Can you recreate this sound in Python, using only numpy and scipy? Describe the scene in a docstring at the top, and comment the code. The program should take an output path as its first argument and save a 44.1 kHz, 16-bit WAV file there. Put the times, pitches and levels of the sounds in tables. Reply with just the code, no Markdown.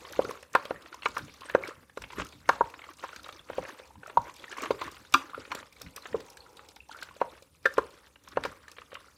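"""A small kitchen: a wooden spoon stirs pasta through thick sauce in a deep pot, close to a mono microphone.
Each stroke squelches and crackles, and the spoon hums along the wall. Air pockets pop, films of sauce
snap and the mass slumps with low thumps. The spoon knocks the pot, whose ring the sauce damps.
The room answers over a quiet floor."""
import sys
import numpy as np
from scipy import signal
from scipy.fft import rfft, irfft, next_fast_len
from scipy.io import wavfile
from scipy.ndimage import uniform_filter1d, map_coordinates

SR = 44100
rng = np.random.default_rng(int(sys.argv[2]) if len(sys.argv) > 2 else 0)


def transcribe(signal):
    """Save signal, clipped to [-1, 1], as a 16-bit WAV file at the path in sys.argv[1]."""
    frames = np.atleast_2d(signal).T
    limited = np.clip(frames, -1, 1)
    pcm = np.round(limited * 32767).astype(np.int16)
    wavfile.write(sys.argv[1], SR, pcm)


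N = 404397

# spectrum of sliding sauce: freq_hz, density_db
SQUELCH = [(88, -37), (150, -33), (231, -12), (325, -2), (397, -6.5), (592, -6), (713, -15.5), (1150, -1.5),
           (1940, -3.5), (2300, -6), (3140, -10.5), (3550, -18), (6000, -36), (7800, 6.5), (13200, -120)]
# spectrum of bursting films: freq_hz, density_db
CRACKLE = [(1180, -6.5), (2000, -36.5), (2280, -4.5), (3140, -9.5), (3550, -3.5), (6190, -9.5),
           (10400, -18.5), (13500, -20), (15800, -28), (16500, -52.5)]


def amp(db):
    """Decibels to gain."""
    return 10 ** (np.asarray(db) / 20)


def unit(x):
    """Scale to rms 1."""
    return x / np.sqrt(np.mean(x ** 2) + 1e-20)


def along(points, hz):
    """Read (freq_hz, value) points on a log axis."""
    freq_hz, values = np.transpose(points)
    return np.interp(np.log(hz + 1), np.log(freq_hz + 1), values)


def filtered(x, response):
    """Apply a frequency response."""
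    size = next_fast_len(len(x) + 8192)
    return irfft(rfft(x, size) * response(np.fft.rfftfreq(size, 1 / SR)), size)[:len(x)]


def muffled(x, cutoff_hz=5000):
    """Steep low-pass."""
    return filtered(x, lambda hz: 1 / (1 + (hz / cutoff_hz) ** 8))


def coloured(x, spectrum):
    """Shape by a spectrum; rms 1."""
    return unit(filtered(x, lambda hz: amp(along(spectrum, hz))))


def patchy(spectrum, wander_db):
    """Noise whose gain wanders in small time-frequency patches; rms 1."""
    bins = signal.stft(rng.standard_normal(N), nperseg=256)[2]
    field = uniform_filter1d(rng.standard_normal(bins.shape), size=7, axis=0)
    field = uniform_filter1d(field, size=5, axis=1)
    noise = signal.istft(bins * amp(wander_db * unit(field)), nperseg=256)[1]
    return coloured(noise[:N], spectrum)


def add(track, start_s, sound):
    """Mix a sound into the track."""
    track[round(start_s * SR):][:len(sound)] += sound


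def swell(t, rise_s, t60_s):
    """Envelope of a soft wet contact: gradual rise, then decay."""
    return (1 - np.exp(-t / rise_s)) ** 2 * amp(-60 * t / t60_s)


def bumps(rows):
    """Sum of envelopes with exponential rise and fall."""
    t = np.arange(N) / SR
    return sum(amp(db) * np.exp(-np.where(t < peak_s, (peak_s - t) / rise_s, (t - peak_s) / fall_s))
               for peak_s, db, rise_s, fall_s in rows)


def bubbles(count, centre_hz, spread_oct, decay_cycles, spread_db):
    """Tiny bubbles at random times: damped sines, pitch rising as they open."""
    when, pitch, size = rng.random(count), rng.standard_normal(count), rng.random(count)
    hz = np.clip(centre_hz * 2 ** (spread_oct * pitch), 250, 15000)[:, None]
    age = np.arange(500)
    cycles = hz * age / SR
    envelope = (1 - np.exp(-cycles)) * np.exp(-cycles / decay_cycles)
    chirps = np.sin(2 * np.pi * cycles * (1 + 0.011 * cycles))
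    waves = amp(spread_db * size ** 3)[:, None] * chirps * envelope
    index = (when * N).astype(int)[:, None] + age
    return np.bincount(index.ravel(), waves.ravel(), N + len(age))[:N]


def stroke_gains():
    """Squelch, crackle and scrape gains: a stroke rises fast, sags as the spoon slows, dies away."""
    # spoon strokes: start_s, length_s, squelch_db, crackle_db, scrape_db
    strokes = [(0, 0.35, -53, -55, -51), (0.558, 0.38, -47.5, -61, -60), (1.042, 0.42, -54, -57.5, -66),
               (2, .38, -60.5, -59, -61), (2.489, 0.39, -49.5, -59.5, -57.5),
               (3.021, 0.35, -53.5, -57, -65), (3.503, 0.36, -76, -61.5, -51.5),
               (4.052, 0.26, -55, -62, -53), (4.394, 0.66, -52.5, -55.5, -58),
               (5.139, 0.48, -49.5, -58, -56.5), (5.784, 0.54, -69.5, -63, -57.5),
               (6.115, 0.6, -57, -62, -51.5), (6.928, 0.46, -56, -61.5, -61), (7.662, 0.41, -56, -63, -62),
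               (8.26, 0.47, -56, -66.5, -77), (8.78, 0.43, -59.5, -65, -74)]
    rise_db_per_s, sag_db_per_s, fall_db_per_s = 288.5, 7, 155.5
    rest_db = (-76, -74, -74)
    t, power = np.arange(N) / SR, amp(rest_db)[:, None] ** 2
    for start_s, length_s, *levels_db in strokes:
        shape_db = (-rise_db_per_s * np.maximum(start_s - t, 0)
                    - sag_db_per_s * np.maximum(t - start_s, 0)
                    - fall_db_per_s * np.maximum(t - start_s - length_s, 0))
        power = power + (amp(levels_db)[:, None] * amp(shape_db)) ** 2
    return np.sqrt(power)


def stirring(squelch_gain, crackle_gain):
    """Bubbles and films burst in clumps as the sauce slides and the pasta peels apart."""
    # folds of pasta parting: peak_s, level_db, time_constant_s
    peels = [(0.13, -41, .03), (0.313, -46, 0.055), (0.574, -41, 0.014), (0.661, -40, 0.018),
             (1.179, -41, 0.026), (1.48, -50.5, 0.064), (1.667, -38, 0.065), (2.197, -27, 0.02),
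             (2.529, -37, 0.028), (2.896, -49.5, 0.027), (3.125, -50, 0.025), (3.267, -44, 0.016),
             (3.688, -41.5, 0.093), (4.272, -38.5, 0.019), (4.644, -36, 0.051), (4.85, -35.5, .03),
             (5.219, -38.5, 0.018), (5.58, -46, 0.02), (5.812, -48, 0.031), (5.973, -40, 0.01),
             (6.09, -47, 0.056), (7.004, -49, 0.045), (7.336, -51, 0.028), (7.726, -50.5, .03),
             (7.82, -57, 0.06), (8.46, -51.5, 0.08), (8.795, -61, 0.013), (9.02, -64, 0.061)]
    peel_gain = bumps((peak_s, db, tau_s, tau_s) for peak_s, db, tau_s in peels)
    clumps = map_coordinates(rng.standard_normal(N // 1000 + 4), [np.arange(N) / 1000])
    films = bubbles(count=8000, centre_hz=4200, spread_oct=0.8, decay_cycles=3, spread_db=13)
    films = unit(filtered(films, lambda hz: hz > 2000))
    slide = patchy(SQUELCH, wander_db=3.5)
    froth = bubbles(count=9000, centre_hz=1600, spread_oct=1.1, decay_cycles=1.6, spread_db=13)
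    squelch = muffled(amp(3.15 * clumps) * coloured(froth, SQUELCH) + amp(-4.5) * slide)
    crackle = amp(5.9 * clumps - 2) * films + amp(1) * patchy(CRACKLE, wander_db=6.3)
    return (amp(-6.5) * (squelch_gain + peel_gain) * squelch
            + amp(-4) * (crackle_gain + amp(-17.5) * peel_gain) * crackle)


def scraping(scrape_gain):
    """Wood rubbing through sauce keeps the hollow of the pot humming."""
    # resonances of the rubbed pot: centre_hz, width_hz, level_db
    resonances = [(330, 120, -8.5), (520, 58, 1.5), (800, 65, -1.5), (970, 97, -2), (1400, 70, -13)]

    def hollow(hz):
        return sum((-1) ** k * amp(db) * 1j * hz * width_hz
                   / (centre_hz ** 2 - hz ** 2 + 1j * hz * width_hz)
                   for k, (centre_hz, width_hz, db) in enumerate(resonances))

    return amp(-6) * scrape_gain * unit(filtered(rng.standard_normal(N), hollow))


def pops():
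    """An air pocket rings briefly, pitch rising as it opens, inside a wet smack."""
    # bursting pockets: start_s, tone_db, pitch_hz, smack_db
    pockets = [(.049, -37, 1030, -33.5), (.219, -30, 1080, -35), (.248, -27, 413, -34),
               (0.25, -27.5, 1320, -46), (.292, -25.5, 450, -36), (.309, -28.5, 1045, -33),
               (.372, -43, 1350, -34.5), (.427, -42, 520, -35), (.653, -33.5, 540, -34),
               (0.759, -36.5, 1770, -42), (.858, -48, 1320, -36), (.927, -34, 1370, -36.5),
               (.942, -35, 990, -33), (.99, -46, 1210, -53), (1.021, -38, 4200, -32.5),
               (1.03, -46, 1190, -30), (1.183, -37, 516, -50), (1.19, -30, 1480, -29.5),
               (1.28, -48, 464, -38), (1.295, -43, 2200, -44), (1.418, -35.5, 1050, -44),
               (1.432, -38, 1040, -36), (1.487, -37, 1500, -43), (1.497, -26.5, 1660, -25),
               (1.636, -23.5, 2170, -45), (1.672, -35, 1350, -30), (1.896, -45, 1670, -43),
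               (2.018, -49, 1020, -30.5), (2.038, -40, 2500, -26), (2.102, -41, 940, -34.5),
               (2.131, -35.5, 960, -36), (2.16, -47, 1440, -55), (2.183, -27.5, 367, -31),
               (2.197, -28.5, 1100, -22.5), (2.219, -45, 1210, -29), (2.256, -38, 1282, -54),
               (2.326, -49, 2470, -39), (2.456, -44.5, 2100, -48.5), (2.738, -38.5, 1000, -33),
               (2.791, -48, 1320, -32), (2.817, -37, 2100, -39), (2.839, -39, 1110, -33),
               (2.889, -35.5, 1086, -41), (2.992, -47, 1130, -45), (3.089, -38, 1090, -34.5),
               (3.13, -34.5, 1390, -37), (3.16, -37, 1520, -36), (3.194, -40, 1340, -46),
               (3.243, -34.5, 3740, -33), (3.289, -32.5, 1210, -28), (3.325, -36.5, 3580, -41.5),
               (3.393, -36.5, 3360, -44), (3.53, -51, 993, -32.5), (3.629, -35, 540, -46),
               (3.65, -36.5, 544, -29.5), (3.797, -37, 523, -41), (3.906, -44, 870, -60.5),
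               (3.955, -44, 925, -52), (4.032, -34, 1470, -34.5), (4.061, -34, 1320, -40.5),
               (4.077, -40.5, 620, -39), (4.097, -50, 1450, -31.5), (4.294, -37.5, 1030, -36),
               (4.396, -39, 3320, -56), (4.439, -45, 447, -31), (4.48, -36, 1800, -53),
               (4.514, -35, 1560, -52), (4.526, -32, 1680, -29), (4.567, -38, 1050, -33),
               (4.582, -29.5, 1050, -28), (4.605, -31, 2280, -45), (4.622, -32, 403, -41),
               (4.634, -26, 1120, -28.5), (4.657, -35, 1220, -20), (4.745, -37, 428, -37),
               (4.79, -42, 1100, -32), (4.879, -30, 1090, -39.5), (4.966, -44, 2680, -39),
               (5.049, -45, 1490, -48), (5.295, -41, 1370, -40.5), (5.333, -33, 1110, -53),
               (5.345, -25.5, 1326, -36), (5.378, -29.5, 470, -53), (5.418, -41, 1360, -41),
               (5.45, -41, 1350, -38), (5.477, -43, 477, -41), (5.547, -37, 1000, -31),
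               (5.627, -43, 1130, -38), (5.724, -45, 2250, -54), (5.765, -44, 2190, -58),
               (5.813, -41.5, 496, -37), (5.862, -43, 2210, -36), (5.873, -46, 3980, -50.5),
               (5.979, -36.5, 1120, -44), (6.022, -37, 4040, -55), (6.055, -40, 1530, -23.5),
               (6.128, -36.5, 1800, -40), (6.2, -40, 460, -37.5), (6.283, -47, 850, -42.5),
               (6.371, -42, 1600, -51), (6.405, -36.5, 4220, -61), (6.463, -43, 1310, -62),
               (6.592, -40, 1240, -38), (6.764, -45.5, 828, -44.5), (6.804, -35, 2590, -57),
               (6.893, -37.5, 850, -42), (6.913, -36, 1380, -56), (6.946, -35.5, 1330, -51),
               (6.96, -37.5, 1420, -60), (6.987, -39, 1470, -33), (7.024, -28, 1490, -35.5),
               (7.087, -42, 1390, -36), (7.11, -42, 1040, -60), (7.164, -41.5, 530, -60),
               (7.376, -53.5, 1060, -42), (7.422, -46.5, 498, -57), (8.157, -44, 2790, -43),
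               (8.275, -40.5, 1030, -34.5), (8.436, -36, 920, -26), (8.525, -40, 1115, -45),
               (8.68, -39.5, 1680, -41.5), (8.766, -46, 1960, -38.5), (8.783, -41, 455, -34),
               (8.817, -38, 1186, -42.5), (8.917, -40.5, 1130, -33.5), (8.929, -35.5, 530, -39),
               (8.952, -30, 2720, -28.5), (8.968, -38, 1065, -48), (9.083, -45, 1340, -70)]
    tone, smack_gain = np.zeros((2, N + SR))
    t = np.arange(SR // 10) / SR
    for start_s, tone_db, pitch_hz, smack_db in pockets:
        t60_s = 0.019 * min(1, 900 / pitch_hz) ** 0.4
        chirp = np.sin(2 * np.pi * pitch_hz * t * (1 + 4 * t))
        add(tone, start_s, amp(tone_db + 9) * swell(t, 0.0012, t60_s) * chirp)
        add(smack_gain, start_s, amp(smack_db) * swell(t, rise_s=0.0015, t60_s=0.025))
    smack = filtered(patchy(SQUELCH, wander_db=2.5),
                     lambda hz: amp(-0.4 * along(SQUELCH, hz)) * (hz > 400) * (hz < 4500))
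    return tone[:N] + smack_gain[:N] * unit(smack)


def snaps():
    """A tearing film of sauce hisses briefly; thicker films reach lower."""
    # tearing films: start_s, level_db, low_band_offset_db
    tears = [(0.1238, -31, -9.5), (0.245, -35.5, -2), (0.3086, -31.5, -11), (0.408, -49, -15),
             (0.4264, -36.5, -21), (0.5305, -36, -13), (0.5501, -24.5, 0), (0.6513, -34.5, -3.5),
             (0.8208, -41, -6.5), (0.9436, -37, -16), (1.057, -54, -8), (1.0837, -36, -5),
             (1.1483, -44, -12), (1.1798, -28.5, -8), (1.2481, -42, -8), (1.3389, -42.5, -4),
             (1.372, -51, -13), (1.407, -38.5, -1.5), (1.493, -37, -12), (1.5484, -40, -9),
             (1.6302, -41, -13), (1.6492, -44, -8), (1.676, -35, -3), (1.974, -39, -18), (2.0198, -36, -9),
             (2.134, -50.5, -3), (2.1854, -38, -8), (2.247, -34, -14), (2.266, -39, -18), (2.288, -40, -8),
             (2.3224, -44.5, 4.5), (2.4898, -24, -2), (2.6996, -41, -14), (2.934, -43, -3.5),
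             (2.969, -42, -23), (2.9996, -54, -13), (3.0126, -46, -13), (3.037, -40, -18),
             (3.1108, -53, -8), (3.161, -34, -4), (3.231, -38, -14), (3.2834, -40, -1), (3.3243, -40, -1),
             (3.4994, -51, -6), (3.5912, -42, -12), (3.873, -46, -13), (4.0702, -37, -21),
             (4.1719, -39, -4), (4.2163, -45, -7), (4.2961, -46, -14), (4.3395, -40, -18), (4.363, -39, -5),
             (4.4084, -58, -8), (4.429, -44, -3), (4.512, -43, -8), (4.5725, -38, -11), (4.586, -39, -16),
             (4.619, -27, -6), (4.6553, -38, -5), (4.7082, -35, 3.5), (4.814, -36, 1), (4.8383, -37, -6),
             (4.9146, -35, -13), (5.0025, -48, -7.5), (5.123, -35, -6), (5.1387, -12.5, -2),
             (5.5155, -47, -9), (5.5493, -25.5, -6), (5.7255, -43, -5), (5.799, -47, -5),
             (5.8157, -26.5, -14), (5.907, -44.5, -7), (5.9615, -23.5, -11), (6.0227, -45, -5),
             (6.0696, -40, -8), (6.2033, -37, -2), (6.3004, -35, -16), (6.37, -38.5, -8), (6.492, -52, -13),
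             (6.5291, -48, -11), (6.5685, -40.5, -1), (6.6862, -36.5, -6), (6.76, -40.5, -4.5),
             (6.8867, -45, -7.5), (6.9676, -41, -17), (7.0126, -41, 2), (7.0278, -28.5, -8),
             (7.423, -40, -8), (7.6283, -47, -12), (7.6568, -28.5, 2.5), (7.7376, -35.5, -12),
             (7.7794, -33.5, -3), (7.904, -47, -5), (8.237, -46, -16), (8.285, -35, -12), (8.3709, -52, -8),
             (8.4357, -33, 1), (8.6813, -42, -6), (8.7148, -34, -11), (8.9416, -37.5, -3.5)]
    high_gain, low_gain = np.zeros((2, N + SR))
    t, split_hz = np.arange(SR // 10) / SR, 5000
    for start_s, db, offset_db in tears:
        add(high_gain, start_s, amp(db - 4) * swell(t, rise_s=0.00089, t60_s=0.018))
        add(low_gain, start_s, amp(db + offset_db + 1) * swell(t, rise_s=0.0018, t60_s=0.036))
    hiss = patchy(CRACKLE, wander_db=2.9)
    high = unit(filtered(hiss, lambda hz: hz > split_hz))
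    low = unit(filtered(hiss, lambda hz: hz < split_hz))
    return high_gain[:N] * high + low_gain[:N] * low


def knocks():
    """Sauce squeezes out ahead of the spoon; the blow splatters it and rings wall, belly and rim."""
    # spoon on pot: start_s, crack_db, wall_hz, wall_db, belly_hz, belly_db, rim_db,
    # focus_db_per_oct, ring_stretch, squeeze_db, rise_s
    blows = [(0.191, -31, 670, -17.5, 530, -15, -45, 23, 0.53, -43.5, 0.0017),
             (0.5501, -12, 1090, -15, 570, -22.5, -30.5, 19.5, 0.86, -37.5, 0.0009),
             (0.7071, -27, 760, -26, 515, -28.5, -41, 14.5, 0.48, -62, 0.00095),
             (1.057, -15, 1137, -21.5, 440, -36, -25, 29.5, 0.93, -43, 0.00098),
             (1.1658, -11.5, 1130, -26, 473, -44, -40, 25, 0.91, -66, 0.0015),
             (1.5486, -20.5, 1080, -18, 532, -11, -31.5, 13, 0.49, -39, 0.0015),
             (1.9724, -36, 1136, -29.5, 458, -31.5, -38.5, 35, 0.54, -59, 0.0018),
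             (2.4902, -8.5, 994, -10.5, 506, -27.5, -27.5, 16, 0.66, -64, 0.0017),
             (2.608, -31, 963, -8.5, 456, -18, -52, 35, 0.51, -51, 0.0022),
             (3.0371, -27, 1030, -34, 611, -37.5, -55, 20, 0.91, -39, 0.00096),
             (3.499, -49, 755, -34, 552, -31.5, -46, 10.5, 0.46, -44, .0012),
             (3.5814, -34, 855, -30, 541, -22, -47, 36, 0.77, -41.5, 0.0016),
             (4.171, -32.5, 960, -2, 620, -13, -37, 56.5, 0.46, -67, 0.0025),
             (4.7058, -24, 1000, -24, 478, -19, -36, 30.5, 0.73, -56.5, 0.0014),
             (4.814, -30.5, 1040, -31.5, 480, -46, -39.5, 35.5, 1.17, -45, 0.0011),
             (5.1399, -11, 1188, -10, 282, -22.5, -17, 45, 1.09, -48, 0.0021),
             (5.5166, -9, 1035, -33.5, 681, -65, -34.5, 19, 1.1, -37, 0.00076),
             (6.1434, -48.5, 1040, -38.5, 463, -25.5, -65, 33, 1.2, -50, .0015),
             (7.214, -27, 897, -13.5, 540, -21, -38.5, 33.5, 0.57, -40.5, 0.0015),
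             (7.6546, -7.5, 1670, -18.5, 505, -25.5, -32, 30.5, 1.13, -48, 0.0017),
             (7.7802, -35.5, 1080, -17, 460, -15.5, -35, 30, 0.73, -36, 0.002),
             (8.3705, -34, 896, -21.5, 562, -15.5, -39.5, 17, 0.59, -41, 0.0018),
             (8.4494, -5, 1003, -29.5, 530, -26.5, -35.5, 13, .81, -36, 0.0028)]
    # pot modes: freq_hz, level_db, base_decay_s
    modes = [(272, -11, 0.12), (345.6, -1, 0.077), (454.7, 9, 0.027), (521.7, 3.5, 0.037), (780, 2, 0.044),
             (898.5, 2.5, 0.027), (955.3, 5, 0.047), (1037.3, 7.5, 0.036), (1195, 9.5, 0.029),
             (1337, 8.5, 0.028), (1392, 7.5, 0.047), (1607, 6.5, 0.054), (1770, 12, 0.029),
             (2220, -0.5, 0.021), (2530, -1, 0.015), (2843, -7.5, 0.024), (3540, -6, .014),
             (4060, -3, 0.022), (5760, -9.5, 0.046), (6110, -5, 0.011)]
    mode_hz, mode_db, base_decay_s = np.transpose(modes)
    rim_hz, squeeze_lead_s = 2480, 0.012
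    is_rim = mode_hz > 2000
    pot, crack_gain, squeeze_gain = np.zeros((3, N + SR))
    t = np.arange(SR // 4) / SR
    for (start_s, crack_db, wall_hz, wall_db, belly_hz, belly_db, rim_db,
         focus_db_per_oct, ring_stretch, squeeze_db, rise_s) in blows:
        wall = amp(wall_db - 0.5 - focus_db_per_oct * abs(np.log2(mode_hz / wall_hz)))
        belly = amp(belly_db + 5 - 34.6 * abs(np.log2(mode_hz / belly_hz)))
        rim = amp(rim_db + 8 + rng.standard_normal(len(modes)) - 13.2 * abs(np.log2(mode_hz / rim_hz)))
        gains = (wall + belly + rim * is_rim) * amp(mode_db)
        # clinging sauce detunes the rim
        loaded_hz = mode_hz * (1 + 0.036 * rng.standard_normal(len(modes)) * is_rim)
        for hz, gain, decay_s in zip(loaded_hz, gains, base_decay_s * ring_stretch):
            rise = (1 - np.exp(-t / rise_s * max(1, hz / 1200))) ** 2.27
            choked_ring = amp(-60 * (t / decay_s) ** 1.39)
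            first_swing = amp(-12 - 60 * t / 0.007)
            linger = amp(-35 - 14 * t / decay_s) * (hz < 1900)
            envelope = rise * (choked_ring + first_swing + linger)
            add(pot, start_s, gain * amp(rng.standard_normal()) * envelope * np.sin(2 * np.pi * hz * t))
        crack = swell(t, rise_s=0.0021, t60_s=0.041) + amp(-20) * swell(t, rise_s=0.004, t60_s=0.35)
        add(crack_gain, start_s, amp(crack_db - 31) * crack)
        squeeze = swell(t, rise_s=0.00067, t60_s=0.19)
        add(squeeze_gain, start_s - squeeze_lead_s, amp(squeeze_db) * squeeze)
    splatter = patchy(CRACKLE, wander_db=2.5)
    ooze = muffled(patchy(SQUELCH, wander_db=1.5))
    return pot[:N] + crack_gain[:N] * splatter + squeeze_gain[:N] * ooze


def slumps():
    """The heavy mass creeps steadily and drops back with low thumps."""
    # thumps: peak_s, level_db
    thumps = [(.2, -45), (.28, -49), (.56, -57), (.74, -52), (1.1, -51.5), (1.23, -41.5), (1.56, -46),
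              (1.65, -54), (1.79, -57), (2.02, -47), (2.199, -37.5), (2.37, -52), (2.5, -46), (2.63, -49),
              (3.22, -66), (3.52, -56), (3.6, -46), (3.98, -52), (4.19, -43.5), (4.72, -46), (4.87, -51.5),
              (5.0, -63), (5.16, -59), (5.39, -53), (5.52, -59), (5.62, -61), (5.86, -45), (6.15, -41.5),
              (7.1, -64), (7.23, -54), (7.66, -61), (7.79, -48), (8.381, -44.5), (8.48, -50), (8.81, -69)]
    # spectrum of the moving mass: freq_hz, density_db
    spectrum = [(13, -46.5), (22, -60.5), (49, 2), (96, -0.5), (135, -3), (228, -6), (263, -4.5),
                (300, -1.5), (390, -68), (660, -120)]
    rise_s, fall_s, creep_db = 0.019, 0.027, -69
    gain = amp(creep_db) + bumps((peak_s, db, rise_s, fall_s) for peak_s, db in thumps)
    return gain * coloured(rng.standard_normal(N), spectrum)


def kitchen_reverb(x):
    """Each frequency dies at its own rate; each quarter second of sound gets its own tail."""
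    # room decay: freq_hz, t60_s
    decay = [(200, 0.25), (500, 0.44), (1500, 0.25), (4000, 0.2), (10000, 0.23)]
    wet, step, delay_s = np.zeros(N + 2 * SR), SR // 4, 0.006
    for start in range(0, N, step):
        hz, t, bins = signal.stft(rng.standard_normal(SR // 2), SR, nperseg=256)
        tail = signal.istft(bins * amp(-60 * t / along(decay, hz)[:, None]), SR, nperseg=256)[1]
        tail /= np.linalg.norm(tail)
        add(wet, start / SR + delay_s, signal.fftconvolve(x[start:start + step], tail))
    return wet[:N]


def room_tone():
    """Faint, patchy noise floor of the kitchen."""
    # floor spectrum: freq_hz, density_db
    spectrum = [(13, -42.5), (22, -50), (68, 18.5), (225, -29.5), (489, 0.5), (721, -24.5), (1120, -10),
                (2010, -21.5), (4250, -18), (10300, -13), (13600, -18.5), (15200, -17), (16500, -56.5)]
    return amp(-66.5) * patchy(spectrum, wander_db=4)


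def scene():
    """Pot sounds over the floor; knocks, pops and snaps feed the room."""
    squelch_gain, crackle_gain, scrape_gain = stroke_gains()
    blows = knocks()
    bursts = pops() + snaps()
    stir = stirring(squelch_gain, crackle_gain) + slumps() + scraping(scrape_gain)
    room = kitchen_reverb(amp(-19) * blows + bursts / 4)
    return (blows + bursts + stir + room + room_tone())[None]


def record(dry):
    """The microphone rolls off deep bass and cuts everything above its band limit."""
    bass_hz, top_hz = 35, 16300
    thinned = filtered(dry[0], lambda hz: (1j * hz / (1j * hz + bass_hz)) ** 2)
    return filtered(thinned, lambda hz: hz < top_hz)[None]


dry = scene()
out = record(dry)
transcribe(out)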